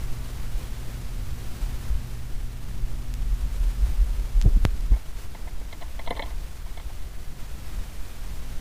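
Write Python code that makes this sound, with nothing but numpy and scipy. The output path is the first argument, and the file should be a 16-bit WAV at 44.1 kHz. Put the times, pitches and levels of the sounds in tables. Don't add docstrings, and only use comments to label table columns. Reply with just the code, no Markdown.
import sys
import numpy as np
from scipy import signal
from scipy.fft import rfft, irfft
from scipy.io import wavfile
from scipy.ndimage import uniform_filter1d

SR = 44100
rng = np.random.default_rng(int(sys.argv[2]) if len(sys.argv) > 2 else 0)


def voltage_ratio(level):
    return 10 ** (np.asarray(level, float) / 20)


def output_pcm(signal):
    pcm = np.clip(np.atleast_2d(signal).T, -1, 1) * 32767
    wavfile.write(sys.argv[1], SR, np.round(pcm).astype(np.int16))


N = 379348

# (time [s], arm pitch [Hz], rise of the boom [dB])
ARM_PULL = [(2.75, 54.8, 1.5), (3.25, 45.1, 7.5), (3.6, 38.5, 10.5), (3.77, 44.78, 11.5), (4.15, 35.7, 13),
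            (4.4, 35.54, 15.5), (4.55, 31.43, 19), (4.88, 33.3, 8.5), (5.0, 33.6, -3)]
# (time [s], swell or dip of the boom [dB])
LURCHES = [(0.05, 5), (0.53, 7), (0.85, -6), (1.3, 4), (1.93, 15), (2.08, -7), (2.47, 4), (2.58, -8),
           (2.84, 6.5), (2.97, 1.5), (3.33, 6.5), (3.37, -9), (3.74, -9), (3.83, 2), (3.93, -7), (4.02, 6),
           (4.29, -17), (4.48, 0.5), (4.64, 7), (4.93, 16.5), (5.04, -14), (6.36, 6), (6.78, 2), (6.93, 5),
           (7.78, 12), (8.25, 3), (8.41, 5)]
# (frequency [Hz], density [dB per Hz])
BOOM_SPECTRUM = [(20, -16), (30, 4), (45, 2.5), (60, -7), (90, -27.5), (130, -40.5)]
# (time [s], peak [dB], pitch [Hz], t60 [s])
THUMPS = [(1.63, -23, 39.3, 0.19), (1.9, -17, 45.4, 0.11), (4.446, -18.5, 171, 0.072),
          (4.453, -11.5, 90, 0.066), (4.44, -24, 120, 0.12), (4.468, -17, 54, 0.2), (4.46, -38, 700, 0.03),
          (4.456, -32.5, 303, 0.1), (4.457, -33, 521, 0.023), (4.56, -27, 98, 0.047),
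          (4.91, -8.5, 48, 0.13), (4.917, -26.5, 205, 0.025), (4.568, -28, 198, 0.032),
          (6.105, -24.5, 700, 0.05), (6.105, -27.5, 172, 0.036), (6.105, -34, 477, 0.041),
          (6.2, -29, 574, 0.033)]
# (time [s], level [dB], top [Hz], t60 [s])
SHUDDERS = [
    (4.449, -27, 460, 0.2),
    (4.555, -32, 296, 0.15),
    (4.915, -35, 498, 0.1),
]
# (time [s], peak [dB], favoured low mode [Hz], middle modes [dB], upper modes [dB])
CAM_TICKS = [(4.918, -38, 490, -15, -21), (4.937, -38.5, 800, -3, -11), (4.962, -36, 666, -15, -13),
             (5.347, -35, 852, -8, -9), (5.474, -35, 696, -6.5, -19), (5.611, -37, 480, -12, -17),
             (5.726, -33.5, 1103, -1.5, -2.5), (5.812, -37.5, 670, -8, -5), (5.822, -33.5, 675, -7.5, -3),
             (5.916, -46, 552, -12, -13), (6.662, -41, 640, -11, -16), (6.719, -46, 692, -12, -16),
             (6.774, -34, 730, -5, -4), (6.798, -38.5, 1060, -4, -2), (6.899, -39, 690, -15, -15)]
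# (time [s], peak [dB], favoured low mode [Hz], middle modes [dB], upper modes [dB])
REST_CLATTER = [(5.992, -28.5, 816, -6, -7), (6.011, -43, 870, -12, -10), (6.062, -38, 650, -12, 0.1),
                (6.074, -25, 930, -5.5, -6.5), (6.106, -19.5, 477, -8, -6.5), (6.123, -29.5, 525, -6, -23),
                (6.152, -37, 630, -8, -5), (6.164, -32.5, 441, -5, -4), (6.171, -29.5, 1040, -10, -6),
                (6.194, -23.5, 870, -1.5, -8), (6.222, -28, 653, -4, 0.5), (6.234, -32.5, 965, -6, -10),
                (6.258, -35, 650, -12, -7.5), (6.271, -36, 1050, -14, -24), (6.306, -38.5, 780, -6.5, -7),
                (6.325, -42, 860, -14, -18)]
# (frequency [Hz], level [dB], t60 [s])
LOW_MODES = [(289, 1.5, 0.054), (380, -8, 0.11), (492, 2, 0.033), (555, 1, 0.033), (686, 3.5, 0.046),
             (817, -3, 0.069), (884, 1.5, 0.08), (1022, 2, 0.055), (1060, 0, 0.048), (1335, -25, 0.011)]
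# (frequency [Hz], level [dB], t60 [s])
MIDDLE_MODES = [(1655, -6.5, 0.023), (1780, -1.5, 0.04), (1900, -2.5, 0.026), (1984, 1.5, 0.031),
                (2056, 1.5, 0.045), (2226, 1, 0.048)]
# (frequency [Hz], level [dB], t60 [s])
UPPER_MODES = [(2720, -20, 0.016), (3165, 2.5, 0.021), (3310, 1, 0.016), (3360, 4.5, 0.019),
               (3560, 0, 0.015), (3810, -4, 0.018), (4200, -3, 0.018), (3996, -1, 0.022)]
# (time [s], peak [dB], lowest pitch [Hz], highest pitch [Hz])
DUST_TICKS = [
    (3.14, -13, 1500, 12000),
    (4.4147, -6, 700, 8400),
    (4.4239, -10.5, 2500, 7480),
    (4.8085, -20.5, 3002, 11000),
    (6.1067, -6, 9600, 11000),
]
# (time [s], level [dB])
GROOVE_WEAR = [(0.0, -52.5), (1.25, -53), (1.65, -51), (1.95, -53.5), (2.45, -56), (3.35, -54.5),
               (3.55, -53), (4.75, -54.5), (5.1, -55.5), (6.65, -55.5), (7.4, -55), (7.75, -53.5),
               (8.6, -54)]
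# (time [s], extra roughness [dB])
SCUFFS = [(0.03, 1.5), (0.3, 1), (0.6, 1.5), (0.92, 0.5), (1.62, 1), (1.85, 1.5), (2.72, 2), (3.88, 3),
          (4.8, 1), (5.21, 2.5), (6.4, 1.5), (7.7, 1.5), (8.04, 1)]
# (frequency [Hz], density [dB per Hz])
HISS_SPECTRUM = [(150, -27), (250, -3), (840, -6), (1700, -8.5), (5000, -13.5), (12500, -18),
                 (15500, -19.5)]
# (frequency [Hz], density [dB per Hz])
RUMBLE_SPECTRUM = [(32, -29), (55, 3.5), (97, -4), (156, -10.5), (280, -19), (500, -29), (650, -32.5),
                   (1100, -120)]
# (frequency [Hz], density [dB per Hz])
WARP_SPECTRUM = [(4, 4.5), (8, -3), (14, -3.5), (26, -6), (36, -39)]
# (multiple of the hum pitch [1], level [dB])
HUM_LINES = [(.5, -15), (1, 1.5), (2, -9.5), (3, -19)]
# (time [s], dip [dB])
HUM_GAPS = [
    (0.62, -7),
    (1.6, -8.5),
    (2.41, -2.5),
    (3.61, -8),
    (4.09, -15),
]

LURCH_S, SCUFF_S = 0.027, 0.044
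POP_S, POP_DB, STEP_DB, BOUNCE_DB = 4.65154, -6, -8, -22


def rms_one(x):
    return x / np.sqrt(np.mean(x ** 2) + 1e-20)


def in_time(rows):
    s, *columns = np.transpose(rows)
    return [np.interp(np.arange(N) / SR, s, c) for c in columns]


def bumps(rows, width_s):
    t = np.arange(0, N, 20) / SR
    swells = sum(db * np.exp(-((t - s) / width_s) ** 2) for s, db in rows)
    return np.interp(np.arange(N) / SR, t, swells)


def drift(rate_hz):
    r = np.exp(-80 * np.pi * rate_hz / SR)
    slow = signal.lfilter([1], [1, -2 * r, r * r], rng.standard_normal(N // 40 + 2002))[2000:]
    return np.interp(np.arange(N) / 40, np.arange(len(slow)), rms_one(slow))


def coloured(spectrum, top_hz):
    hz = np.maximum(np.fft.rfftfreq(N, 1 / SR), 1)
    point_hz, point_db = np.transpose(spectrum)
    shape = voltage_ratio(np.interp(np.log(hz), np.log(point_hz), point_db)) * (hz < top_hz)
    return rms_one(irfft(rfft(rng.standard_normal(N)) * shape, N))


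def evened(noise, size):
    return rms_one(noise / uniform_filter1d(noise ** 2, size=size) ** 0.35)


def ring(clicks, hz, t60):
    r, w = voltage_ratio(-60 / (t60 * SR)), 2 * np.pi * hz / SR
    return signal.lfilter([0, np.sin(w)], [1, -2 * r * np.cos(w), r * r], clicks + 1e-18)


def add(out, s, sound):
    start = round(s * SR)
    out[start:start + len(sound)] += sound


def roughness():
    return in_time(GROOVE_WEAR)[0] + bumps(SCUFFS, SCUFF_S)


def boom():
    t, rough_db = np.arange(N) / SR, roughness()
    arm_hz, pull_db = in_time(ARM_PULL)
    wander_db = 2.5 * drift(7.2) * np.interp(t, [3, 3.3, 5, 5.1], [1, 0.3, 0.3, 1])
    level_db = -34.5 + 0.1 * (rough_db - rough_db.mean()) + pull_db + bumps(LURCHES, LURCH_S) + wander_db
    broad = evened(coloured(BOOM_SPECTRUM, top_hz=240), size=4000)
    phase = 2 * np.pi * np.cumsum(arm_hz + 3 * drift(14.8)) / SR
    higher_mode = 0.38 * np.sin(1.3 * phase + 1.03 * drift(5.0))
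    swing = np.sqrt(2) * (np.sin(phase) + higher_mode)
    share = np.interp(t, [3.1, 3.5, 4.85, 4.9], [0.014, 0.63, 0.64, 0.025])
    pop_dip = 1 - np.exp(-((t - POP_S) / 0.012) ** 2)
    return pop_dip * voltage_ratio(level_db - 1.36) * (np.sqrt(share) * swing + np.sqrt(1 - share) * broad)


def thumps():
    out = np.zeros(N)
    for s, db, hz, t60 in THUMPS:
        age = np.arange(round(2 * t60 * SR)) / SR
        swell = age * voltage_ratio(-90 * age / t60)
        add(out, s, -voltage_ratio(db) * swell / swell.max() * np.sin(2 * np.pi * hz * age))
    return out


def shudders():
    out, age = np.zeros(N), np.arange(16000) / SR
    for s, db, top_hz, t60 in SHUDDERS:
        band = signal.butter(4, [70, top_hz], "band", fs=SR, output="sos")
        noise = rms_one(signal.sosfilt(band, rng.standard_normal(len(age))))
        onset = 1 - np.exp(-age / 0.0076)
        add(out, s, voltage_ratio(db - 60 * age / t60) * onset * noise)
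    return out


def struck_modes(modes, rattle):
    favoured_hz = modes[-1][0]
    body = 0
    for k, (hz, db, t60) in enumerate(modes):
        strength_db = db + rng.normal(0, 2.2) - 3.2 * abs(np.log2(hz / favoured_hz))
        body = body + voltage_ratio(strength_db) * rms_one(ring(rattle, hz, t60)) * (-1) ** k
    return body / np.abs(body).max()


def knocks():
    out, age = np.zeros(N), np.arange(6000) / SR
    for s, db, low_hz, middle_db, upper_db in [*CAM_TICKS, *REST_CLATTER]:
        middle_hz = np.interp(db, [-40, -20], [2220, 1988]) + 70 * rng.standard_normal()
        groups = (([*LOW_MODES, (low_hz, 3, 0.045)], 0),
                  ([*MIDDLE_MODES, (middle_hz, 3, 0.045)], middle_db),
                  (UPPER_MODES, upper_db))
        for modes, group_db in groups:
            sizes = rng.random(len(age))
            contacts = np.roll(sizes, 1) < 3000 / SR
            rattle = contacts * (sizes - 0.5) * 2 * np.exp(-age / 0.0032)
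            rattle[0] = 0.87
            add(out, s, voltage_ratio(db + group_db) * struck_modes(modes, rattle))
    return signal.sosfilt(signal.butter(6, 4700, fs=SR, output="sos"), out)


def big_pop(out):
    age = np.arange(2000) / SR
    rise = np.clip(age / 0.00021, 0, 1) ** 2.2
    add(out, POP_S, -voltage_ratio(POP_DB) * rise * np.exp(-np.maximum(age - 2.2e-4, 0) / 1.6e-5))
    add(out, POP_S + 3.0e-4, -voltage_ratio(BOUNCE_DB) * np.exp(-age / 2e-5))
    jump = np.cos(2 * np.pi * 95 * age) * np.exp(-age / 0.0072) * rise
    fade = np.cos(np.linspace(0, np.pi / 2, len(age)))
    add(out, POP_S, -voltage_ratio(STEP_DB) * jump * fade)


def ticks():
    out, click = np.zeros(N), signal.unit_impulse(2000)
    for s, db, low_hz, high_hz in DUST_TICKS:
        edges_hz = [low_hz, np.clip(high_hz, 1.1 * low_hz, 18000)]
        band = signal.butter(3, edges_hz, "band", fs=SR, output="sos")
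        add(out, s, voltage_ratio(db) * signal.sosfilt(band, click))
    big_pop(out)
    out = signal.lfilter(*signal.iirnotch(9000, 4.0, fs=SR), out)
    return signal.sosfilt(signal.cheby2(8, 50, 1.04 * 16500, fs=SR, output="sos"), out)


def warp():
    lurch_db = np.clip(bumps(LURCHES, 2 * LURCH_S), -9, 9)
    level_db = -31.5 + 2.5 * drift(4.9) + 0.31 * lurch_db
    return voltage_ratio(level_db + 0.46) * evened(coloured(WARP_SPECTRUM, top_hz=53), size=9000)


def rumble():
    rough_db = roughness()
    level_db = -42.5 + 0.79 * (rough_db - rough_db.mean()) + 0.8 * drift(4.2)
    level_db = level_db - 0.9 * (np.arange(N) / SR > 5)
    return voltage_ratio(level_db + 1.8 + drift(11)) * evened(coloured(RUMBLE_SPECTRUM, top_hz=1000), size=5000)


def hiss():
    flicker_db = 0.7 * drift(23) + 0.5 * drift(105)
    return voltage_ratio(roughness() + 5.5 + flicker_db) * coloured(HISS_SPECTRUM, top_hz=15560)


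def hum():
    t = np.arange(N) / SR
    phase = 2 * np.pi * np.cumsum(120 + 0.367 * drift(2.54)) / SR
    sag_db = 5 * np.maximum(t - 3.3, 0)
    lines = 0
    for k, db in HUM_LINES:
        lines = lines + voltage_ratio(db + 0.79 * drift(9.2) - sag_db / k ** 2) * np.sin(k * phase)
    level_db = -45 + 1.06 * drift(1.5) + bumps(HUM_GAPS, 0.041)
    fading = np.interp(t, [4.4, 4.7], [1, 0])
    return np.sqrt(2) * voltage_ratio(level_db) * fading * lines


def scene():
    arm_and_deck = boom() + thumps() + shudders() + knocks()
    groove_and_motor = ticks() + warp() + rumble() + hiss() + hum()
    return (arm_and_deck + groove_and_motor)[None]


def roll_off(x):
    return signal.sosfilt(signal.butter(12, 16520, fs=SR, output="sos"), x)


def record(dry):
    return roll_off(dry)


dry = scene()
out = record(dry)
output_pcm(out)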